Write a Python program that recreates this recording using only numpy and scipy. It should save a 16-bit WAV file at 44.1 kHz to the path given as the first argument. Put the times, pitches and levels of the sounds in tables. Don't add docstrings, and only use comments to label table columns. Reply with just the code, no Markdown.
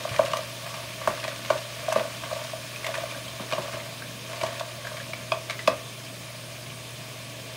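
import sys
import numpy as np
from scipy import signal
from scipy.io import wavfile
from scipy.ndimage import uniform_filter1d

SR = 44100
rng = np.random.default_rng(int(sys.argv[2]) if len(sys.argv) > 2 else 0)


def wav_record(signal):
    frames = np.transpose(np.atleast_2d(signal))
    bounded = np.clip(frames, -1, 1)
    quanta = np.round(bounded * 32767).astype(np.int16)
    wavfile.write(sys.argv[1], SR, quanta)


N = 333396

# (pitch [Hz], level [dB], time to fall by 60 dB [s])
UPPER_MODES = [(831, -9.5, 0.14), (905, -6.5, 0.029), (914, -6.5, 0.13), (947, -2, 0.063), (1073, -2, 0.08),
               (1094, -21, 0.2), (1149, 10.5, 0.036), (1233, -4.5, 0.018), (1468, -2.5, 0.056),
               (1580, -6, 0.058)]


def knocks():
    # (time [s], peak of the low ring before damping [dB], pitch of the
    # struck spot [Hz], upper ring over the low ring [dB], damping, none if below 0 [dB])
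    knock_rows = [(0.053, -20, 636, -5, 20), (0.082, -31, 606, 2, 2), (0.195, -6.5, 597, -5.5, 1.5),
                  (0.245, -27, 581, -16, 0), (0.28, -30, 651, -6, 5), (0.319, -28, 627, -4, 7),
                  (0.338, -19, 633, 5, 16), (0.37, -29.5, 576, 0, 5), (0.39, -24, 603, -6, 8),
                  (0.661, -31.5, 660, -3, 0), (0.743, -35.5, 644, 8, 0), (1.018, -30.5, 604, 3, 10),
                  (1.077, -11, 635, 0, 17), (1.109, -33, 563, 3, 5), (1.25, -28.5, 655, 5, 9),
                  (1.281, -22.5, 640, -13, 9), (1.505, -9.5, 594, -2, 2.5), (1.541, -24, 570, -8, -2),
                  (1.558, -27, 590, -10, 5), (1.885, -14.5, 700, -8, 23), (1.899, -25, 670, -8, 11),
                  (1.925, -17, 690, 0, 10), (1.962, -10.5, 565, -5, 1), (2.007, -20, 575, -4, 13),
                  (2.053, -26, 587, -15, 5), (2.082, -28.5, 549, -9, 8), (2.238, -29.5, 705, 2, -3),
                  (2.315, -27, 660, 4, 7), (2.328, -19, 606, -20, 6), (2.364, -24.5, 624, -8, -1),
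                  (2.42, -31, 614, -13, 5), (2.535, -23, 664, -8, 5), (2.869, -31.5, 630, 6, 14),
                  (2.89, -24, 660, -15, 8), (2.944, -31.5, 657, 7, 5), (2.982, -23.5, 606, -21, -1),
                  (3.037, -22.5, 666, -8, 5), (3.4, -30.5, 643, 0, 0), (3.526, -22.5, 516, 3, 1),
                  (3.534, -20.5, 660, 0.5, 5), (3.584, -21.5, 624, 1, -0.5), (3.683, -29, 700, -1, 8),
                  (4.335, -41, 624, 11.5, 7), (4.414, -29.5, 644, 2, 0), (4.437, -18.5, 680, 0, 0.5),
                  (4.611, -22.5, 670, 0.5, 6), (4.851, -32, 660, -7, 13), (4.918, -30.5, 623, -2, -3),
                  (5.136, -29, 700, -1.5, 12), (5.3225, -16.5, 700, 2.5, 2), (5.501, -29.5, 649, -4, 0),
                  (5.68, -6, 603, -4, 19)]
    out = np.zeros(N)
    t = np.arange(SR // 3) / SR
    grip = 1 / (1 + np.exp((0.012 - t) / 0.0021))
    settled = (1 + t / 0.034) * grip
    for s, db, spot_hz, upper_db, damping_db in knock_rows:
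        spot_db = 3 * rng.standard_normal((len(UPPER_MODES), 1))
        upper = ring(UPPER_MODES, spot_db, gather_s=0.00297, rise_s=0.00053)
        rung = low_ring(spot_hz, focus_db=7.5) + gain_of(upper_db) * upper
        damped_db = db - max(damping_db, 0) * settled
        add(out, s - 0.0035, gain_of(damped_db) * rung)
    return out


def low_ring(spot_hz, focus_db):
    # (pitch [Hz], level [dB], time to fall by 60 dB [s])
    low_modes = [(484, -13, .12), (521, -10, .14), (545, -3, .2), (568, 0, .26), (588, -4, .18),
                 (606, -1, .24), (633, -3, .2), (648, 0, .28), (668, -1, .22), (683, -2, .22),
                 (719, -10, .1)]
    away = (np.array(low_modes)[:, :1] - spot_hz) / 100
    return ring(low_modes, -focus_db * away ** 2, gather_s=0.00644, rise_s=0.0036)


def ring(modes, spot_db=0, gather_s=0, rise_s=0.00032, size=SR // 3):
    hz, db, t60 = np.transpose(modes)[:, :, None]
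    t = np.arange(size) / SR
    fading = gain_of(db + spot_db - 60 * t / t60)
    out = (fading * np.cos(2 * np.pi * hz * (t - gather_s))).sum(0)
    out *= 1 - np.exp(-(t / rise_s) ** 2)
    return out / abs(out).max()


def clicks():
    # (time [s], level [dB], shell pitch [Hz], crack over the rest [dB], pitched share [0-1])
    click_rows = [(0.092, -19.5, 2330, -14, .4), (0.143, -22, 1650, -17, .3), (0.163, -18, 2380, -13, 0.37),
                  (0.1875, -22, 2830, -18, 0.47), (0.2086, -26, 2400, -15, 0.6),
                  (0.2618, -21, 1630, -17, 0.16), (0.3344, -17.5, 2880, -22, 0.55),
                  (0.3703, -20.5, 2330, -3, .5), (0.665, -27, 2500, -10, .3), (0.743, -24, 2380, -11, .3),
                  (1.025, -25, 2150, -15, .5), (1.0756, -14.5, 1580, -8.5, .2),
                  (1.1004, -28, 2150, -13, 0.6), (1.2414, -18, 2500, -24, .5),
                  (1.28, -19.5, 2280, -19, 0.33), (1.315, -27, 1520, -15, .3), (1.4491, -23, 2180, -17, .4),
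                  (1.503, -16, 2340, -13, 0.44), (1.917, -23, 1660, -15, .4),
                  (1.9266, -20.5, 1900, 0.5, .1), (1.9565, -22, 1630, -25, .1), (1.985, -23, 1820, -25, .4),
                  (1.9962, -18, 1560, -19, 0.43), (2.2373, -26, 1600, -15, 0.3),
                  (2.761, -25, 2520, -16, .8), (2.846, -18, 2150, -12, 0.66),
                  (2.8667, -15.5, 2140, -9, 0.34), (2.9424, -21.5, 2470, -16, .5),
                  (2.9542, -21, 1770, -14, 0.53), (3.113, -25.5, 2400, -16, 0.7),
                  (3.1476, -27, 1590, -20, .7), (3.282, -27.5, 3210, -15, 0.7),
                  (3.5139, -22, 2220, -14, .3), (3.5246, -15.5, 2430, -20, 0.74),
                  (3.5336, -17, 2850, -18, 0.73), (3.802, -26, 2120, -14, .4), (4.023, -26, 1600, -15, 0.6),
                  (4.4134, -16, 2330, -17, 0.54), (4.435, -21.5, 3000, -10, .4),
                  (4.4646, -20.5, 2300, -15, 0.46), (4.597, -20, 2590, -16, 0.33),
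                  (4.8519, -26, 1615, -20, .6), (4.8711, -21, 1620, -15, 0.5), (4.969, -26, 2300, -17, 0.5),
                  (5.002, -26, 1680, -18, 0.56), (5.1345, -17, 2290, -22, 0.65),
                  (5.3205, -10.5, 2490, -31, 0.78), (5.4986, -12.5, 2190, -30, .5),
                  (5.508, -16, 2250, -15, 0.35), (5.593, -20, 2010, -24, 0.56),
                  (5.6763, -7.5, 2580, -19, 0.4)]
    out = np.zeros(N)
    for s, db, hz, crack_db, pitched in click_rows:
        softness = 2.5 + max(-13.5 - db, 0) / 2.9
        hiss = rng.standard_normal(3000)
        click = shell(hz, 0.028, crack_db, pitched, softness, hiss)
        add(out, s - 0.001, gain_of(db) * click)
    return out


def shell(hz, t60, crack_db, pitched, softness, hiss):
    # (multiple of its pitch, level for a softness of 1 [dB])
    overtones = [(1, 0), (1.32, -2), (1.66, -8), (1.97, -5)]
    t = np.arange(len(hiss)) / SR
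    burst = hiss * gain_of(-60 * t / (1.75 * t60))
    rung = ring([(hz * k, softness * db, t60) for k, db in overtones], size=len(t))
    splinters = band(burst, 0.48 * hz, 1.905 * hz, order=2)
    crack = band(burst, 3500, 8000, order=1)
    return pitched * rung + (1 - pitched) * splinters + gain_of(crack_db) * crack


def thumps():
    # (time [s], peak of the push [dB], pitch [Hz], scuff over the push [dB])
    thump_rows = [(0.11, -26, 118, -14), (0.189, -35, 267, 12), (1.081, -35.5, 129, 13),
                  (1.504, -35, 132, 9.5), (1.959, -33, 211, 8.5), (3.405, -38.5, 167, 12),
                  (3.527, -39, 135, 10), (3.582, -35, 153, 8.5), (3.735, -39, 115, 10),
                  (4.428, -38, 117, 12.5), (5.316, -41.5, 125, 13.5), (5.68, -32, 194, 10.5)]
    out, t = np.zeros(N), np.arange(6000) / SR
    for s, db, hz, scuff_db in thump_rows:
        push = ring([(hz, 0, 0.09)], gather_s=0.00423, rise_s=0.0033)[:len(t)]
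        fading_noise = rng.standard_normal(len(t)) * gain_of(-60 * t / 0.2)
        scuff = band(fading_noise, 205, 660, order=1)
        add(out, s, gain_of(db) * (push + gain_of(scuff_db) * scuff))
    return out


def stirring():
    rumble = skillet_rung_by(taps(300, 2.25), spot_hz=615, focus_db=0, upper_db=1.0)
    rattle = np.zeros(N)
    for hz in np.geomspace(1400, 3600, 12):
        one_shell = shell(hz, 0.027, -16.0, 0.28, 3.5, rng.standard_normal(2000))
        rattle += signal.oaconvolve(taps(90, 3.7), one_shell)[:N]
    return rumble * strokes(rest_db=-52.5, column=2) + evened(rattle) * strokes(rest_db=-55.5, column=3)


def strokes(rest_db, column):
    # (start [s], length of the push [s], rumble on the pan [dB], rattle of shells [dB])
    stroke_rows = [(0.0, .3, -37, -42), (0.644, 0.14, -42.5, -46.5), (1.036, 0.31, -43, -42.5),
                   (1.512, 0.045, -42, -41), (1.85, 0.18, -42, -40.5), (2.25, 0.19, -41.5, -43.5),
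                   (2.864, 0.15, -38, -42.5), (3.504, 0.24, -39, -43.5), (4.33, 0.24, -42.5, -42.5),
                   (4.862, 0.12, -46, -48)]
    rise_db_per_s, settle_db_per_s, spoon_out_s = 162, 58, 5.9
    t, rows = np.arange(N) / SR, np.array(stroke_rows)[:, :, None]
    start, push = rows[:, 0], rows[:, 1]
    early = np.maximum(start - t, 0)
    late = np.maximum(t - start - push, 0)
    level_db = rows[:, column] - rise_db_per_s * early - settle_db_per_s * late
    power = gain_of(2 * level_db).sum(0)
    nudges = gain_of(2 * rest_db) * (t < spoon_out_s)
    return np.sqrt(power + nudges)


def skillet_rung_by(blows, spot_hz, focus_db, upper_db):
    body = low_ring(spot_hz, focus_db) + gain_of(upper_db) * ring(UPPER_MODES, gather_s=0.002996)
    return evened(signal.oaconvolve(blows, body)[:N])


def taps(per_s, spread_db):
    size, sign = rng.exponential(1, N), rng.choice([-1., 1.], N)
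    happens = rng.random(N) < per_s / SR
    return happens * sign * gain_of(spread_db * np.minimum(size, 5))


def sizzle():
    # (time [s], level [dB])
    sizzle_levels = [(0.0, -41), (0.5, -40), (1.32, -41), (2.02, -40.5), (2.9, -40.5), (4.3, -42),
                     (7.56, -42.5)]
    # (frequency [Hz], relative level per Hz [dB])
    sizzle_colour = [(760, -14), (1300, -2.5), (2190, -2.5), (2380, 3.5), (3650, 0), (4420, 1.5),
                     (4810, 3.5), (5880, -9), (10700, -8), (11900, -12.5), (15500, -11.5), (16000, -6),
                     (16500, -43)]
    # (frequency [Hz], width [Hz], boost [dB])
    sizzle_peaks = [(1753, 39, 10), (2216, 245, 4), (3140, 67, 5), (3560, 90, 4.5), (4660, 410, -4),
                    (5560, 100, 2), (6340, 700, 6.5), (8660, 960, 3)]

    def shape_db(hz):
        bumps = sum(db * np.exp(-((hz - f) / w) ** 2) for f, w, db in sizzle_peaks)
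        return read(sizzle_colour, hz) + bumps

    ticks = uniform_filter1d(abs(taps(170, 1.9)), size=60) * 60
    hiss = evened(noise(shape_db, patchy_db=1.16, size=512) * (1 + 0.086 * ticks))
    simmer = skillet_rung_by(taps(900, 0.62), spot_hz=642, focus_db=67, upper_db=5.0)
    return gain_of(along(sizzle_levels)) * hiss + gain_of(-50.5) * simmer


def burner():
    # (frequency [Hz], relative level per Hz [dB])
    flame_colour = [(15, -58), (25, -53), (64, -5.5), (90, -7), (119, -10), (141, 0), (173, -3.5),
                    (285, -4.5), (437, -9.5), (626, -2), (769, -15), (1120, -15.5), (1500, -42),
                    (1950, -47), (3300, -120)]
    return gain_of(-46) * noise(lambda hz: read(flame_colour, hz), patchy_db=1.73, size=4096)


def hum():
    # (pitch [Hz], rms level [dB])
    tones = [(119.8, -45.5), (143, -58.5)]
    t = np.arange(N) / SR
    waver = np.zeros(N)
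    for f in np.geomspace(0.3, 5, 20):
        waver += np.sin(2 * np.pi * (f * t + rng.random())) / np.sqrt(f)
    waver_db = 0.2 * evened(waver)
    return sum(np.sqrt(2) * gain_of(db + waver_db) * np.sin(2 * np.pi * hz * t) for hz, db in tones)


def kitchen(x):
    # (frequency [Hz], time to fall by 60 dB [s])
    room_decay = [(200, 0.23), (600, 0.24), (1400, 0.28), (3700, 0.21), (9000, 0.058)]
    echoes = np.zeros(SR // 2)
    at = np.arange(300, len(echoes) - 20, 20)
    echoes[at + rng.integers(0, 20, len(at))] = rng.choice([-1., 1.], len(at))
    hz, t, z = signal.stft(echoes, SR, nperseg=256)
    fading = gain_of(-60 * t / read(room_decay, hz)[:, None])
    tail = signal.istft(z * fading, SR, nperseg=256)[1]
    return signal.fftconvolve(x, tail / np.linalg.norm(tail))[:N]


def noise(shape_db, patchy_db, size=1024):
    hz = np.fft.rfftfreq(size, 1 / SR)
    a, b, patches = rng.standard_normal((4 * N // size + 5, len(hz), 3)).T
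    patches = uniform_filter1d(patches, size=14, axis=0)
    patches = evened(uniform_filter1d(patches, size=10, axis=1))
    z = (a + 1j * b) * gain_of(shape_db(hz)[:, None] + patchy_db * patches)
    return evened(signal.istft(z, nperseg=size, noverlap=3 * size // 4)[1][:N])


def band(x, lo_hz, hi_hz, order):
    sos = signal.butter(order, [lo_hz, hi_hz], "band", fs=SR, output="sos")
    out = signal.sosfilt(sos, x)
    return out / abs(out).max()


def gain_of(db):
    return 10 ** (np.asarray(db) / 20)


def evened(x):
    return x / np.sqrt(np.mean(x ** 2) + 1e-20)


def read(points, hz):
    f, value = np.transpose(points)
    return np.interp(np.log(hz + 1), np.log(f + 1), value)


def along(rows):
    times, values = np.transpose(rows)
    return np.interp(np.arange(N) / SR, times, values)


def add(mix, s, sound):
    part = mix[max(round(s * SR), 0):][:len(sound)]
    part += sound[:len(part)]


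def scene():
    hits = knocks() + clicks() + thumps()
    echoes = gain_of(-12) * kitchen(hits)
    mix = hits + echoes + stirring() + sizzle() + burner() + hum()
    return np.array([mix, mix])


def record(dry):
    thin = signal.sosfilt(signal.butter(2, 48, "high", fs=SR, output="sos"), dry)
    edge_hz = 15750
    limit = signal.firwin(1023, edge_hz, window=("kaiser", 9), fs=SR)
    return signal.oaconvolve(thin, limit[None], "same")


dry = scene()
out = record(dry)
wav_record(out)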